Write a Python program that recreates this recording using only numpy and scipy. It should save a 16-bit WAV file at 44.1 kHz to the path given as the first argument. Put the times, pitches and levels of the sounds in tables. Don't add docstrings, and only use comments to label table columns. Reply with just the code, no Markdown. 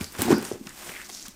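import sys
import numpy as np
from scipy import signal
from scipy.fft import rfft, irfft, next_fast_len
from scipy.io import wavfile
from scipy.ndimage import uniform_filter1d

SR = 44100
rng = np.random.default_rng(int(sys.argv[2]) if len(sys.argv) > 2 else 0)


def store_pcm(level_fs):
    pcm = np.round(np.clip(level_fs, -1, 1) * 32767).astype(np.int16)
    wavfile.write(sys.argv[1], SR, np.atleast_2d(pcm).T)


def level_to_linear(level):
    exponent = np.asarray(level, float) / 20
    return 10 ** exponent


N = 59535
CUTOFF_HZ = 15750


def rms_one(x):
    return x / np.sqrt(np.mean(x ** 2) + 1e-20)


def in_time(rows):
    s, *columns = np.transpose(rows)
    return [np.interp(np.arange(N) / SR, s, c) for c in columns]


def colour(x, spectrum):
    hz, db = np.transpose(spectrum)
    f = np.arange(N // 2 + 1) * SR / N + 1
    gain = level_to_linear(np.interp(np.log(f), np.log(hz), db))
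    return irfft(rfft(x) * gain * (f < CUTOFF_HZ), N)


def band(x, hz, octaves, order=2):
    edges = hz * 2 ** (np.array([-.5, .5]) * octaves)
    edges = np.clip(edges, 30, [.34 * SR, .365 * SR])
    return signal.sosfilt(signal.butter(order, edges, "band", fs=SR, output="sos"), x)


def drift(rate_hz):
    r = np.exp(-2 * np.pi * rate_hz / SR)
    noise = rng.standard_normal(N + SR)
    return rms_one(signal.lfilter([1], [1, -2 * r, r * r], noise)[SR:])


def grains(per_s, spread_db, clump_db):
    sizes = level_to_linear(spread_db * np.minimum(rng.exponential(1, N), 4)) * rng.standard_normal(N)
    hits = rng.random(N) < per_s / SR
    return rms_one(sizes * hits * level_to_linear(clump_db * drift(81)) + 1e-9)


def strokes(rows, clicks, octaves):
    out, t = 0, np.arange(N) / SR
    rise_share = .25
    for s, length, db, from_hz, to_hz in rows:
        u = np.clip((t - s) / length, 0, 1)
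        ramp = np.minimum(u / rise_share, (1 - u) / (1 - rise_share))
        swell = np.sin(np.pi / 2 * np.clip(ramp, 0, 1)) ** 0.83
        start = rms_one(band(clicks, from_hz, octaves, order=1))
        end = rms_one(band(clicks[::-1], to_hz, octaves, order=1))
        out = out + level_to_linear(db) * swell * (np.sqrt(1 - u) * start + np.sqrt(u) * end)
    return out


def rings(rows, cycles):
    out, t = np.zeros(N + SR), np.arange(SR // 50) / SR
    upper_ratio, upper_db = 1.39, -7.5
    for k, (s, db, hz) in enumerate(rows):
        decay = np.exp(-t * hz / cycles)
        fade = (1 - np.exp(-t * hz * 3.2)) * decay
        upper = level_to_linear(upper_db) * decay * np.sin(2 * np.pi * upper_ratio * hz * t)
        tone = np.sin(2 * np.pi * hz * t) + upper
        i = int(s * SR)
        out[i:i + len(t)] += (-1) ** k * level_to_linear(db) * 1.33 * fade * tone
    return out[:N]


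# (f/Hz, level/dB)
HUSH_SPECTRUM = [(12, -25), (20, 11), (70, -3), (190, 0), (347, -1), (660, -38), (6010, -13.5),
                 (14300, -43), (16000, -35)]


def hush():
    return level_to_linear(-44.5 - 11.0) * rms_one(colour(rng.standard_normal(N), HUSH_SPECTRUM))


def room(x):
    t60_s, wall_cut_hz = 0.36, 4700
    size = next_fast_len(N + SR)
    w = 2 * np.pi * np.arange(size // 2 + 1) / size
    loss = 1 / (1 + (w * SR / (2 * np.pi * wall_cut_hz)) ** 2) ** 0.13
    echo = 0
    for k, lag in enumerate(rng.uniform(.008, .035, 10) * SR):
        g = level_to_linear(-60 * lag / SR / t60_s) * loss * np.exp(-1j * w * lag)
        echo = echo + (-1) ** k * g / (1 - g)
    return irfft(rfft(x, size) * echo, size)[:N] / 3


# (start t/s, length t/s, level/dB, start f/Hz, end f/Hz)
BLADE_HISSES = [
    (0.323, .09, -42.5, 4830, 4900),
    (.331, 0.079, -41, 1477, 1460),
    (0.042, 0.064, -55, 4900, 4700),
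]


def hisses(clicks):
    return strokes(BLADE_HISSES, clicks, octaves=.1)


# (start t/s, length t/s, level/dB, start f/Hz, end f/Hz)
TAPE_CRACKLES = [
    (.04, 0.086, -52, 4940, 4900),
    (.33, 0.049, -48, 4700, 4900),
    (.43, 0.13, -43.5, 8340, 6300),
    (.83, 0.091, -48, 8700, 8000),
    (1.105, 0.089, -43, 6030, 5730),
    (1.16, 0.18, -45.5, 5670, 5900),
    (1.04, 0.048, -47.5, 5530, 5060),
    (1.093, 0.019, -44.5, 5000, 3180),
    (1.256, .016, -49, 5430, 6040),
]


def crackles(clicks):
    return strokes(TAPE_CRACKLES, clicks, octaves=.62)


# (start t/s, length t/s, level/dB, start f/Hz, end f/Hz)
BOARD_RUBS = [
    (.139, 0.036, -43.5, 1700, 1000),
    (.142, 0.024, -46.5, 600, 1300),
    (.302, 0.063, -35.5, 955, 1670),
    (.669, 0.0093, -39, 1270, 1460),
    (.676, 0.058, -49, 1420, 1850),
    (.79, 0.23, -57, 676, 1450),
    (.925, 0.063, -45, 2200, 2010),
    (.96, 0.13, -48, 1970, 1710),
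    (1.091, 0.017, -44.5, 885, 1900),
    (1.246, 0.044, -50, 1480, 1160),
]


def rubs(clicks):
    return strokes(BOARD_RUBS, clicks, octaves=.45)


# (t/s, peak level/dB, f/Hz)
TAPE_TICKS = [(.0447, -31, 4940), (.0461, -32, 5060), (.0484, -32, 7000), (.0525, -30, 5130),
              (.0632, -32, 5380), (.4148, -25, 8150), (.4438, -22, 8790), (.4529, -21, 9000),
              (.5004, -39, 5900), (.5237, -24, 5890), (1.0547, -33, 5730), (1.0626, -31, 6500),
              (1.0937, -25, 6640), (1.117, -29, 5600), (1.1283, -32, 6080), (1.1328, -28, 6700),
              (1.1388, -34, 6040), (1.1488, -26, 5840), (1.152, -27, 6130), (1.1571, -35, 6720),
              (1.1613, -33, 6290), (1.1710, -34, 6000), (1.1725, -27, 6200), (1.1752, -34, 5200),
              (1.1775, -32, 4350), (1.187, -39, 7780), (1.1906, -33, 6520), (1.1992, -31, 5570),
              (1.2063, -37, 7890), (1.22, -31, 6700), (1.2266, -23.5, 6400), (1.2319, -30, 6730),
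              (1.2415, -36, 5800), (1.2537, -33, 7740), (1.2601, -26, 6010), (1.2651, -26, 5810),
              (1.2683, -37, 6280), (1.292, -32, 8000)]


def ticks():
    return rings(TAPE_TICKS, cycles=1.7)


# (t/s, peak level/dB, f/Hz)
BOARD_SLIPS = [(.0105, -25.5, 2350), (.2785, -24, 750), (.2845, -24, 716), (.3132, -24, 908),
               (.3165, -16.5, 840), (.3195, -25, 1500), (.3210, -18.5, 1050), (.3243, -27, 742),
               (.3265, -21.5, 1110), (.3300, -27, 1370), (.3375, -22, 1500), (.6705, -40, 1390),
               (.6712, -31, 2690), (.6725, -34.5, 4260), (.2198, -19, 9300), (.9175, -34, 2280),
               (.924, -37, 2480), (.9385, -37, 2100), (.9513, -29, 2250), (.9625, -28, 2210),
               (.9665, -26.5, 2130), (.9783, -40, 2080), (.984, -42, 1910), (.9905, -34, 1840),
               (1.0002, -31, 1810), (1.0063, -34, 2090), (1.0158, -32, 1570), (1.0358, -37, 1980),
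               (1.0985, -30, 4400), (.0433, -27, 4880)]


def slips():
    return rings(BOARD_SLIPS, cycles=2.73)


# (t/s, peak level/dB, centre f/Hz, width/octaves)
TAPE_SNAPS = [(.0100, -24, 3530, 1.5), (.0168, -25, 4160, 2.8), (0.0345, -25, 11000, 1.5),
              (0.0435, -22, 7000, 0.94), (.1228, -28, 5630, 1.26), (.1280, -32, 11900, 0.79),
              (.1365, -41, 14000, 1), (.1915, -22.5, 11100, 0.68), (.2195, -8.5, 10600, 1.04),
              (.2198, -8.5, 2920, 3.5), (.2272, -20, 11800, 0.51), (.383, -23, 10600, 0.74),
              (0.4264, -25, 7000, 2.5), (.4505, -22.5, 4930, 1.6), (.466, -27, 6100, 0.92),
              (0.524, -46, 6300, 0.84), (.6700, -27, 3000, 2.2), (0.6929, -27, 6600, 0.95),
              (0.749, -38, 7850, 1.7), (0.8929, -27.5, 2390, 0.72), (1.0158, -25, 2940, 2),
              (1.1001, -25, 3860, 2.6), (1.0892, -29, 6500, 1.3), (1, -36, 5000, 1.8),
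              (1.2830, -33, 13000, 1.1), (1.1482, -25, 6000, 0.94), (1.1965, -28.5, 5400, 1),
              (1.227, -40, 7100, 2.7), (1.260, -33, 3480, 1.5), (1.283, -24, 8860, 4.4)]


def snaps():
    snap_s, tail_s, tail_db = .0005, .005, -16
    out, t = np.zeros(N + SR), np.arange(SR // 25) / SR
    fade = np.exp(-t / snap_s) + level_to_linear(tail_db) * np.exp(-t / tail_s)
    for s, db, hz, octaves in TAPE_SNAPS:
        noise = rng.standard_normal(len(t)) + 2.7 * (t == 0)
        burst = band(noise * fade, hz, octaves)
        i = int(s * SR)
        out[i:i + len(t)] += level_to_linear(db) * burst / np.abs(burst).max()
    return out[:N]


# (f/Hz, level/dB)
SCRAPE_SPECTRUM = [(300, 4), (800, 6.5), (2000, 5), (4000, 0.5), (9000, 3), (11000, -4.5), (14000, 0),
                   (16000, -6)]
# (t/s, level/dB, brightness/dB added to the bright part and taken off the
DRAG_CURVE = [(0, -46.5, -3), (.012, -37.5, -1.5), (.09, -51, 2), (.182, -41.5, -1.5), (.192, -32.5, -2.5),
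              (.224, -29, -4), (.275, -35.5, -2.5), (.322, -26.5, -6), (.345, -42.5, 0.5), (.4, -43, -7),
              (.45, -40, -4), (.53, -47.5, -5), (.6, -55.5, 1.5), (.78, -45.5, 1), (.88, -38.5, -1.5),
              (1.05, -49.5, 3), (1.29, -53, -2), (1.33, -56.5, -0.5)]


def scrape():
    level_db, tilt_db = in_time(DRAG_CURVE)
    fibres = rms_one(colour(grains(14000, 2.0, 1.0), SCRAPE_SPECTRUM))
    dull = signal.sosfilt(signal.butter(1, 3200, fs=SR, output="sos"), fibres)
    bright = fibres - dull
    return level_to_linear(level_db - 0.55) * (dull * level_to_linear(-tilt_db) + bright * level_to_linear(tilt_db))


# (f/Hz, level/dB, decay by 60 dB t/s)
BOX_MODES = [(110, -7, 0.04), (170, -14, 0.042), (211.5, -1.5, 0.056), (266, -2.5, 0.053),
             (352, -1.5, 0.062), (428, -8.5, 0.022), (507, -14.5, 0.056), (755, -26, 0.047),
             (902, -13, 0.037), (1125, -14, 0.028), (1485, -13, 0.049)]


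def box(force):
    out = 0
    for k, (hz, db, t60) in enumerate(BOX_MODES):
        r, w = level_to_linear(-60 / (t60 * SR)), 2 * np.pi * hz / SR
        mode = signal.lfilter([0, np.sin(w)], [1, -2 * r * np.cos(w), r * r], force + 1e-18)
        out = out + (-1) ** k * level_to_linear(db) * mode
    return out


# (t/s, peak level/dB, f/Hz)
WALL_KNOCKS = [(.0076, -23, 197), (0.0203, -34, 262), (0.191, -26.5, 193), (.1905, -25, 400),
               (0.253, -25, 300), (0.2592, -26.5, 270), (.277, -21, 302), (.220, -19.5, 316),
               (.293, -13.5, 308), (0.3055, -4.5, 337), (.3132, -13.5, 330), (.3165, -21, 333),
               (.3197, -9, 380), (0.326, -3, 272.5), (.339, -16.5, 320), (0.35, -19, 298),
               (.361, -21.5, 278), (0.3784, -23, 330), (0.428, -22.5, 347), (0.447, -32.5, 185),
               (0.5147, -17, 384), (.514, -27.5, 800), (0.5228, -31, 527), (0.5376, -43, 188.4),
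               (0.5476, -32, 454), (0.528, -35, 111), (.531, -34, 566), (0.009, -28, 87.4),
               (.0100, -29, 343), (.0360, -37.5, 403), (.19, -24.5, 98), (0.322, -32, 115),
               (0.5556, -28, 398), (0.61, -30, 247), (0.665, -33, 192), (1.101, -41.5, 353),
               (1.282, -38, 214)]


def knocks():
    cycles, box_db = 4.58, -16.5
    edge_db, edge_ratio = -17.5, 2.36
    swing, push, t = np.zeros(N + SR), np.zeros(N + SR), np.arange(SR // 8) / SR
    for s, db, hz in WALL_KNOCKS:
        i = int(s * SR)
        turns = t * hz
        shape = turns * np.exp(1 - turns * 7.3 / cycles) * 5.79 / cycles
        wave = np.sin(2 * np.pi * turns)
        edge = level_to_linear(edge_db) * np.exp(-turns * 1.4) * np.sin(2 * np.pi * edge_ratio * turns)
        swing[i:i + len(t)] -= level_to_linear(db) * (shape * wave + edge)
        push[i:i + len(t)] += level_to_linear(db) * hz / SR * 1.8 * wave * (turns < 1)
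    return swing[:N] + level_to_linear(box_db) * box(push[:N])


# (t/s, level/dB)
SHAKE_CURVE = [(0, -37), (.03, -43), (.1, -61), (.183, -42), (.195, -31.5), (.28, -23), (.31, -16.5),
               (.33, -21), (.37, -25), (.43, -48), (.5, -57), (.55, -47), (.65, -47.5), (.745, -56.5),
               (.93, -47.5), (1.0, -58.5), (1.29, -55.5), (1.35, -70)]


def shudder():
    level_db, = in_time(SHAKE_CURVE)
    jerks = band(grains(400, 2.0, 0.0), 330, 3.4)
    boom = rms_one(box(jerks))
    evenness = np.sqrt(uniform_filter1d(boom ** 2, size=1500) + 0.028)
    return level_to_linear(level_db - 3.5) * boom / evenness


def scene():
    coarse, fine = grains(4000, 1.8, 3.0), grains(6000, 1.5, 1.5)
    soft = hisses(fine) + crackles(fine) + rubs(coarse) + ticks() + slips()
    soft = soft + scrape() + knocks() + shudder()
    soft = signal.sosfilt(signal.cheby2(12, 40, CUTOFF_HZ + 250, fs=SR, output="sos"), soft)
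    near = signal.sosfilt(signal.butter(2, 65, "high", fs=SR, output="sos"), soft + snaps())
    return (near + level_to_linear(-13) * room(near) + hush())[None]


def roll_off(x):
    return signal.sosfilt(signal.butter(12, 17010, fs=SR, output="sos"), x)


def record(dry):
    mix = signal.sosfilt(signal.cheby2(16, 60, 17000, fs=SR, output="sos"), dry)
    return roll_off(mix)


dry = scene()
out = record(dry)
store_pcm(out)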